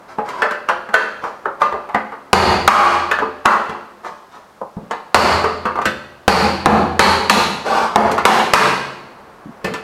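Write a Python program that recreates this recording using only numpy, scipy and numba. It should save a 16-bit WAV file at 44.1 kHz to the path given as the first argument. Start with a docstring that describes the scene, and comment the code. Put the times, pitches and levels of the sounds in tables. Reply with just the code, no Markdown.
"""Under a car in a workshop, camera microphone close to a thin floor panel.
A hammer drives a chisel into the sheet: steel cracks on steel, the panel crashes, the car body booms.
Between the runs of blows the chisel is rocked and levered in the cut, and the sheet knocks and scrapes.
A gloved hand bumps dully; the workshop's murk lies behind. At this range a hard blow clips briefly,
then the camera's gain control holds the ringing panel level until it dies away."""
import sys
import numpy as np
from scipy import signal
from scipy.fft import rfft, irfft, next_fast_len
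from scipy.io import wavfile
from scipy.ndimage import map_coordinates
from numba import njit

SR = 44100
rng = np.random.default_rng(int(sys.argv[2]) if len(sys.argv) > 2 else 0)


def unload_wav(signal):
    """Save mono or channel-first audio to the path in sys.argv[1] as 16-bit WAV at rate SR, clipped to [-1, 1]."""
    wavfile.write(
        sys.argv[1],
        SR,
        np.round(np.clip(np.atleast_2d(signal).T, -1, 1) * 32767).astype(np.int16),
    )


N = 433503
RING_T = np.arange(round(1.3 * SR)) / SR  # t/s of one impact's ring


def amp(db):
    """Decibels to gain."""
    return 10 ** (np.asarray(db) / 20)


def unit(x):
    """Scale to rms 1."""
    return x / np.sqrt(np.mean(x ** 2) + 1e-20)


def along(points, hz):
    """Read (f/Hz, value) points on a log axis."""
    f, value = np.transpose(points)
    return np.interp(np.log(hz + 1), np.log(f), value)


def filtered(x, response):
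    """x times a gain that depends on frequency."""
    size = next_fast_len(len(x) + 8192)
    return irfft(rfft(x, size) * response(np.fft.rfftfreq(size, 1 / SR)), size)[:len(x)]


def noise(spectrum, size=len(RING_T)):
    """Noise of rms 1, shaped by (f/Hz, level/dB) points."""
    return unit(filtered(rng.standard_normal(size), lambda hz: amp(along(spectrum, hz))))


def fade(t60, t=RING_T):
    """Exponential decay by 60 dB in t60 seconds."""
    return np.exp(-np.log(1000) * t / np.maximum(t60, 1e-3))


def add(track, s, sound):
    """Mix a sound into the track at s seconds."""
    start = max(round(s * SR), 0)
    track[start:start + len(sound)] += sound[:N - start]


# Room tone under the car: t/s, level/dB
MURK_LEVEL = [(0, -43), (2.2, -45), (4.5, -48), (6.2, -47), (9.1, -41), (9.83, -41.5)]
# Spectra of its murk and hiss: f/Hz, level/dB
MURK_SPECTRUM = [(25, -13), (70, -13), (150, -10), (212, -3), (290, -9), (400, -5), (1160, -5), (2000, -17),
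                 (3250, -30), (8000, -55)]
HISS_SPECTRUM = [(300, -10), (2500, 0), (4600, -1), (7000, -6), (16000, -12)]

def room():
    """The workshop behind the close sounds: low murk, wavering a little, over a faint steady hiss."""
    t = np.arange(N) / SR
    waver_db = 1.3 * map_coordinates(rng.standard_normal(90), [t * 8])
    murk = amp(np.interp(t, *np.transpose(MURK_LEVEL)) + waver_db) * noise(MURK_SPECTRUM, N)
    return murk + amp(-58.5) * noise(HISS_SPECTRUM, N)


# The panel's ranges (thud, body, middle, clang, zing, sizzle): f/Hz
RANGE_HZ = [190, 460, 1100, 2600, 4900, 9500]

def contact_colour(centre_hz, thud, body, clang, zing, sizzle, focus_db, uneven_db):
    """One contact point's tint, dB against Hz: broad ranges, a local resonance and uneven peaks."""
    ranges = list(zip(RANGE_HZ, [thud, body, 0, clang, zing, sizzle]))
    peaks = rng.standard_normal(600)

    def tint(hz):
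        local = focus_db * (np.exp(-(np.log((hz + 1) / centre_hz) / .22) ** 2) - .3)
        ripple = np.interp(55 * np.log1p(hz / 900), np.arange(len(peaks)), peaks)
        depth_db = uneven_db * along([(300, 1), (1300, .72), (3000, 1), (8000, .61)], hz)
        return along(ranges, hz) + local + depth_db * ripple
    return tint


# The floor panel's dense modes: f/Hz, level/dB
SHEET_SPECTRUM = [(40, -30), (70, -9.5), (110, -17.5), (160, -11.5), (207, -3.5), (294, -13.5), (360, -5.5),
                  (650, -6), (820, -3), (1300, -4), (2000, -11.5), (3580, -18.5), (5460, -20), (13600, -34),
                  (16000, -68)]
# Their ring times: f/Hz, t60/s
SHEET_T60 = [(100, 1.12), (400, 0.89), (1100, 0.74), (2900, 0.86), (7700, 0.71), (14000, 0.57)]

def sheet(tint):
    """The panel's countless modes merge into a noise whose treble dies first."""
    dense = filtered(noise(SHEET_SPECTRUM), lambda hz: amp(tint(hz)))
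    hz, t, bands = signal.stft(dense, SR, nperseg=256)
    decay = fade(along(SHEET_T60, hz)[:, None], t)
    return signal.istft(bands * decay, SR, nperseg=256)[1][:len(RING_T)]


# The blade slipping along the sheet; the long row at 7.629 s is a blow that swells in without a sharp crack,
# played the same way: t/s, length/s, level/dB, treble/dB
SCRAPES = [(0.076, 0.05, -38.5, -3), (0.234, .22, -27, -8), (1.21, 0.076, -30, -6),
           (1.598, 0.0245, -24, -9.5), (4.029, 0.054, -30.5, -5), (4.306, .076, -40, -2.5),
           (7.629, .245, -15.5, -5)]

def scrapes(slips_per_s=1600):
    """Dense, uneven slips of the blade keep the panel ringing."""
    out = np.zeros(N)
    for s, length, db, treble in SCRAPES:
        size = round(length * SR)
        tint = contact_colour(1120, -8.5, 1, treble - 1, treble, treble - 6, focus_db=3.5, uneven_db=3)
        slips = rng.standard_normal(size) * (rng.random(size) < slips_per_s / SR)
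        slips *= signal.windows.tukey(size, .3)
        rasp = signal.fftconvolve(slips, sheet(tint) * (fade(.14) + amp(-5)))
        add(out, s, amp(db) * rasp / (np.std(rasp[:size]) + 1e-9))
    return out


def modes(table, tint, scatter_db, drift):
    """Damped sines, each struck at a new strength; the pitch wanders slightly as the metal flexes."""
    hz, db, t60 = np.transpose(table)
    gains = amp(db + tint(hz) + scatter_db * rng.standard_normal(len(hz)))
    knots = np.linspace(0, RING_T[-1], 60)
    out = np.zeros(len(RING_T), np.float32)
    for f, gain, life in zip(hz, gains, t60):
        wander = np.cumsum(drift * f * rng.standard_normal(len(knots))) * knots[1] + rng.random()
        phase = 2 * np.pi * (f * RING_T + np.interp(RING_T, knots, wander))
        out += gain * np.sin(phase.astype(np.float32)) * fade(life)
    return out


# The floor panel's strong modes: f/Hz, level/dB, t60/s
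PANEL_MODES = [(136.6, -26.5, 1.3), (193.7, -10.5, 0.5), (214.8, -10.5, 0.52), (272.6, -21.5, 1.1),
               (353.4, -23, 1.54), (441, -13, 0.61), (516.6, -18, 0.87), (591.4, -17, 0.99),
               (697, -57, 0.29), (840, -15, 0.48), (977, -49, 1), (1008, -17.5, 0.44), (1200, -10.5, 0.5),
               (1228, -18.5, 0.63), (1450, -16, 0.18), (1510, -13, 0.41), (1660, -22.5, 0.86),
               (1763, -11.5, 0.36), (2030, -15, 0.29), (2200, -37, 0.17), (2660, -20, 0.61),
               (2900, -32, 1.1)]

def panel_tones(tint, scatter_db, drift):
    """The separate pitches that stand out of the struck panel's ring."""
    return modes(PANEL_MODES, tint, scatter_db, drift)


def blade(centre_hz, width_hz=480):
    """A cluster of close modes where the blade bites the sheet."""
    white = rng.standard_normal(len(RING_T))
    return unit(filtered(white, lambda hz: np.exp(-((hz - centre_hz) / width_hz) ** 2)))


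# The chisel levered in the cut, close by; the row at 5.855 s is a light hammer tap and the one at 5.442 s a
# swelling scrape, played the same way: t/s, level/dB, resonance f/Hz, thud/dB, brightness/dB
KNOCKS = [(0.185, -20.5, 804, -2.5, -26), (0.289, -38.5, 1100, -21, 5), (0.42, -11.5, 1600, -18, -17),
          (0.51, -23.5, 1670, -18, -9), (.688, -14, 1310, -14, -13), (.889, -27, 1680, -14, -20),
          (.941, -8.5, 1460, -15, -9), (1.238, -22, 1140, -13, -19.5), (1.457, -15, 1510, -16, -33),
          (1.618, -13.5, 1080, -12.5, -13.5), (1.725, -19.5, 800, -8, -26.5), (1.89, -29.5, 770, -31, -17),
          (1.946, -12, 1960, -10, -21), (2.12, -23.5, 1240, -23, -28.5), (3.113, -15, 1620, -23, -9.5),
          (3.188, -17.5, 1540, -13, -18.5), (3.222, -19, 1070, -1, -29), (3.454, -12.5, 916, -35, -14),
          (3.694, -29, 1030, 4, -9), (4.048, -31, 1230, -18, -25), (4.615, -22, 690, -9, -60),
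          (4.768, -34.5, 605, 25, -46), (4.9104, -21, 960, -14, -11.5), (5.442, -15.5, 1230, -11.5, -16.5),
          (5.654, -17, 1160, -4, -16.5), (5.756, -21.5, 1100, -6, -18.5), (5.788, -18.5, 1130, -11, -26),
          (5.816, -31, 1380, 1, -4), (5.855, -21, 1480, 9.5, 1.5), (8.115, -44, 690, -4, 20.5),
          (8.18, -17, 1170, -16, -9.5), (9.645, -23.5, 497, 11, -1.5), (9.738, -31, 1200, 4, 3)]

def knocks():
    """The sheet creaks, then snaps against the blade: a tick, a short clank and a weaker ring."""
    out = np.zeros(N)
    lead = round(.03 * SR)
    for s, db, centre_hz, thud, bright in KNOCKS:
        ring_db = -9 + .3 * min(bright + 19.5, 0)  # a dull knock rings less
        tint = contact_colour(centre_hz, thud, body=2.5 + .29 * thud, clang=8 + .79 * bright,
                              zing=bright, sizzle=-2.5 + 1.05 * bright, focus_db=7, uneven_db=5)
        dense = sheet(tint)
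        clank = dense * (amp(3) * fade(.011) + fade(.27) + amp(ring_db + .5))  # jolt, clank, tail
        tones = panel_tones(tint, scatter_db=2.5, drift=.0045) * (fade(.2) + amp(ring_db + 7))
        edge = amp(-18 + min(bright, 0)) * blade(4400) * fade(.69)  # bright knocks wake the blade
        treble = noise([(800, -20), (2500, -11.5), (7000, -10), (15000, -22)])
        tick = amp(-.5) * filtered(treble, lambda hz: amp(tint(hz))) * fade(.062)
        creak = amp(-8.5) * (dense * fade(.028))[:lead][::-1]  # swells up to the snap
        snap = (clank + tones + edge) * (1 - fade(.005)) + tick
        add(out, s - lead / SR, amp(db) * np.concatenate([creak, snap]))
    return out


# Thin tones of hammer head and chisel shank, deep tones of the car body: f/Hz, level/dB, t60/s
STEEL_MODES = [(2509, -37, .5), (2773, -36, .5), (8230, -49, .6), (8995, -49, .6), (9528, -43, .7),
               (11754, -46, .65)]
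CAR_BODY_MODES = [(83, -22.5, 1.5), (86.5, -31, 1.0), (72, -35, 1.0)]
# Hammer blows at close range; grip is how firmly the blade sits in the sheet:
# t/s, level/dB, resonance f/Hz, thud/dB, brightness/dB, grip/dB, blade f/Hz
BLOWS = [(2.3307, 5, 814, 4.5, -3.5, 8, 4490), (2.6774, 15.5, 1115, -16.5, -11, -16, 4400),
         (3.458, 0, 1250, -11, -15, -26, 4520), (5.145, 7, 890, -1, -4.5, 2, 4480),
         (6.2795, 4, 830, 3, -3, 4, 4460), (6.6588, 2, 770, 4.5, -14.5, 6.5, 4260),
         (6.9935, 1.5, 1030, 0.5, -0.5, 1.5, 4320), (7.2971, -2, 960, 4.5, 3.5, -16, 4060),
         (7.959, 1, 740, -.5, -15, -3, 4630), (8.253, 5, 870, -5.5, -4, -41, 4140),
         (8.5358, 3, 1090, -1.5, -1, -35, 4380)]

def blows():
    """Steel cracks on steel, the panel crashes; a firmly seated blade rings and makes the car boom."""
    out = np.zeros(N)
    for s, db, centre_hz, thud, bright, grip, blade_hz in BLOWS:
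        tint = contact_colour(centre_hz, thud, body=1.1 + .49 * thud, clang=4 + .8 * bright,
                              zing=bright, sizzle=bright, focus_db=5, uneven_db=3.5)
        burst = noise([(80, -60), (400, -55), (1200, 22), (3000, 7), (7000, -2.5), (15000, -28)])
        crack = amp(10) * burst * fade(.0094)
        deep_db = .28 * min(grip, 0)  # a loose blade hardly stirs the panel's deepest range
        dense = sheet(lambda hz: tint(hz) + along([(80, deep_db), (200, 0)], hz))
        crash = dense * (1 + amp(7) * fade(.043))
        tones = amp(-.5) * panel_tones(tint, scatter_db=1, drift=.0064)
        shank = modes(STEEL_MODES, tint, scatter_db=3, drift=.003)
        edge = amp(-10.5 + 1.26 * bright + .24 * grip) * blade(blade_hz) * fade(.93)
        # the boom is too deep to depend on the contact point
        boom = amp(grip) * modes(CAR_BODY_MODES, np.zeros_like, scatter_db=1, drift=.01)
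        add(out, s, amp(db - 6) * (crack + crash + tones + shank + edge + boom))
    return out


# The gloved hand against the panel: t/s, level/dB
GLOVE_BUMPS = [(4.828, -31), (9.457, -24), (9.491, -26.5), (9.71, -23)]

def glove_bumps():
    """A soft contact stirs only the panel's low range, briefly."""
    out = np.zeros(N)
    for s, db in GLOVE_BUMPS:
        thump = noise([(100, -13), (210, 11), (290, 1), (500, -32), (6000, -64)])
        add(out, s, amp(db) * thump * fade(.12) * (1 - fade(.018)))
    return out


def scene():
    """Everything that reaches the one microphone under the car."""
    return (blows() + knocks() + scrapes() + glove_bumps() + room())[None]


@njit
def gain_control(x, limit, duck_db_per_s, recover_db_per_s):
    """The camera's gain in dB: it falls fast while the output is over the limit and climbs back slowly."""
    gain_db, now = np.zeros(len(x)), 0.
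    for i in range(len(x)):
        if abs(x[i]) * 10 ** (now / 20) > limit:
            now -= duck_db_per_s / SR
        else:
            now = min(now + recover_db_per_s / SR, 0.)
        gain_db[i] = now
    return gain_db


# Treble roll-off of the camera microphone: f/Hz, level/dB
MIC_RESPONSE = [(9000, 0), (13500, -.5), (15900, -5)]

def record(dry, low_cut_hz=28, top_hz=15900):
    """The camera, close to the blows: gain control, overload, low cut, roll-off and band limit."""
    x = dry[0]
    held = x * amp(gain_control(x, limit=.79, duck_db_per_s=4480, recover_db_per_s=82))
    clipped = held / (1 + np.abs(held / .97) ** 7) ** (1 / 7)
    lean = signal.lfilter(*signal.butter(1, low_cut_hz, "high", fs=SR), clipped)
    return filtered(lean, lambda hz: amp(along(MIC_RESPONSE, hz)) * (hz < top_hz))[None]


dry = scene()
out = record(dry)
unload_wav(out)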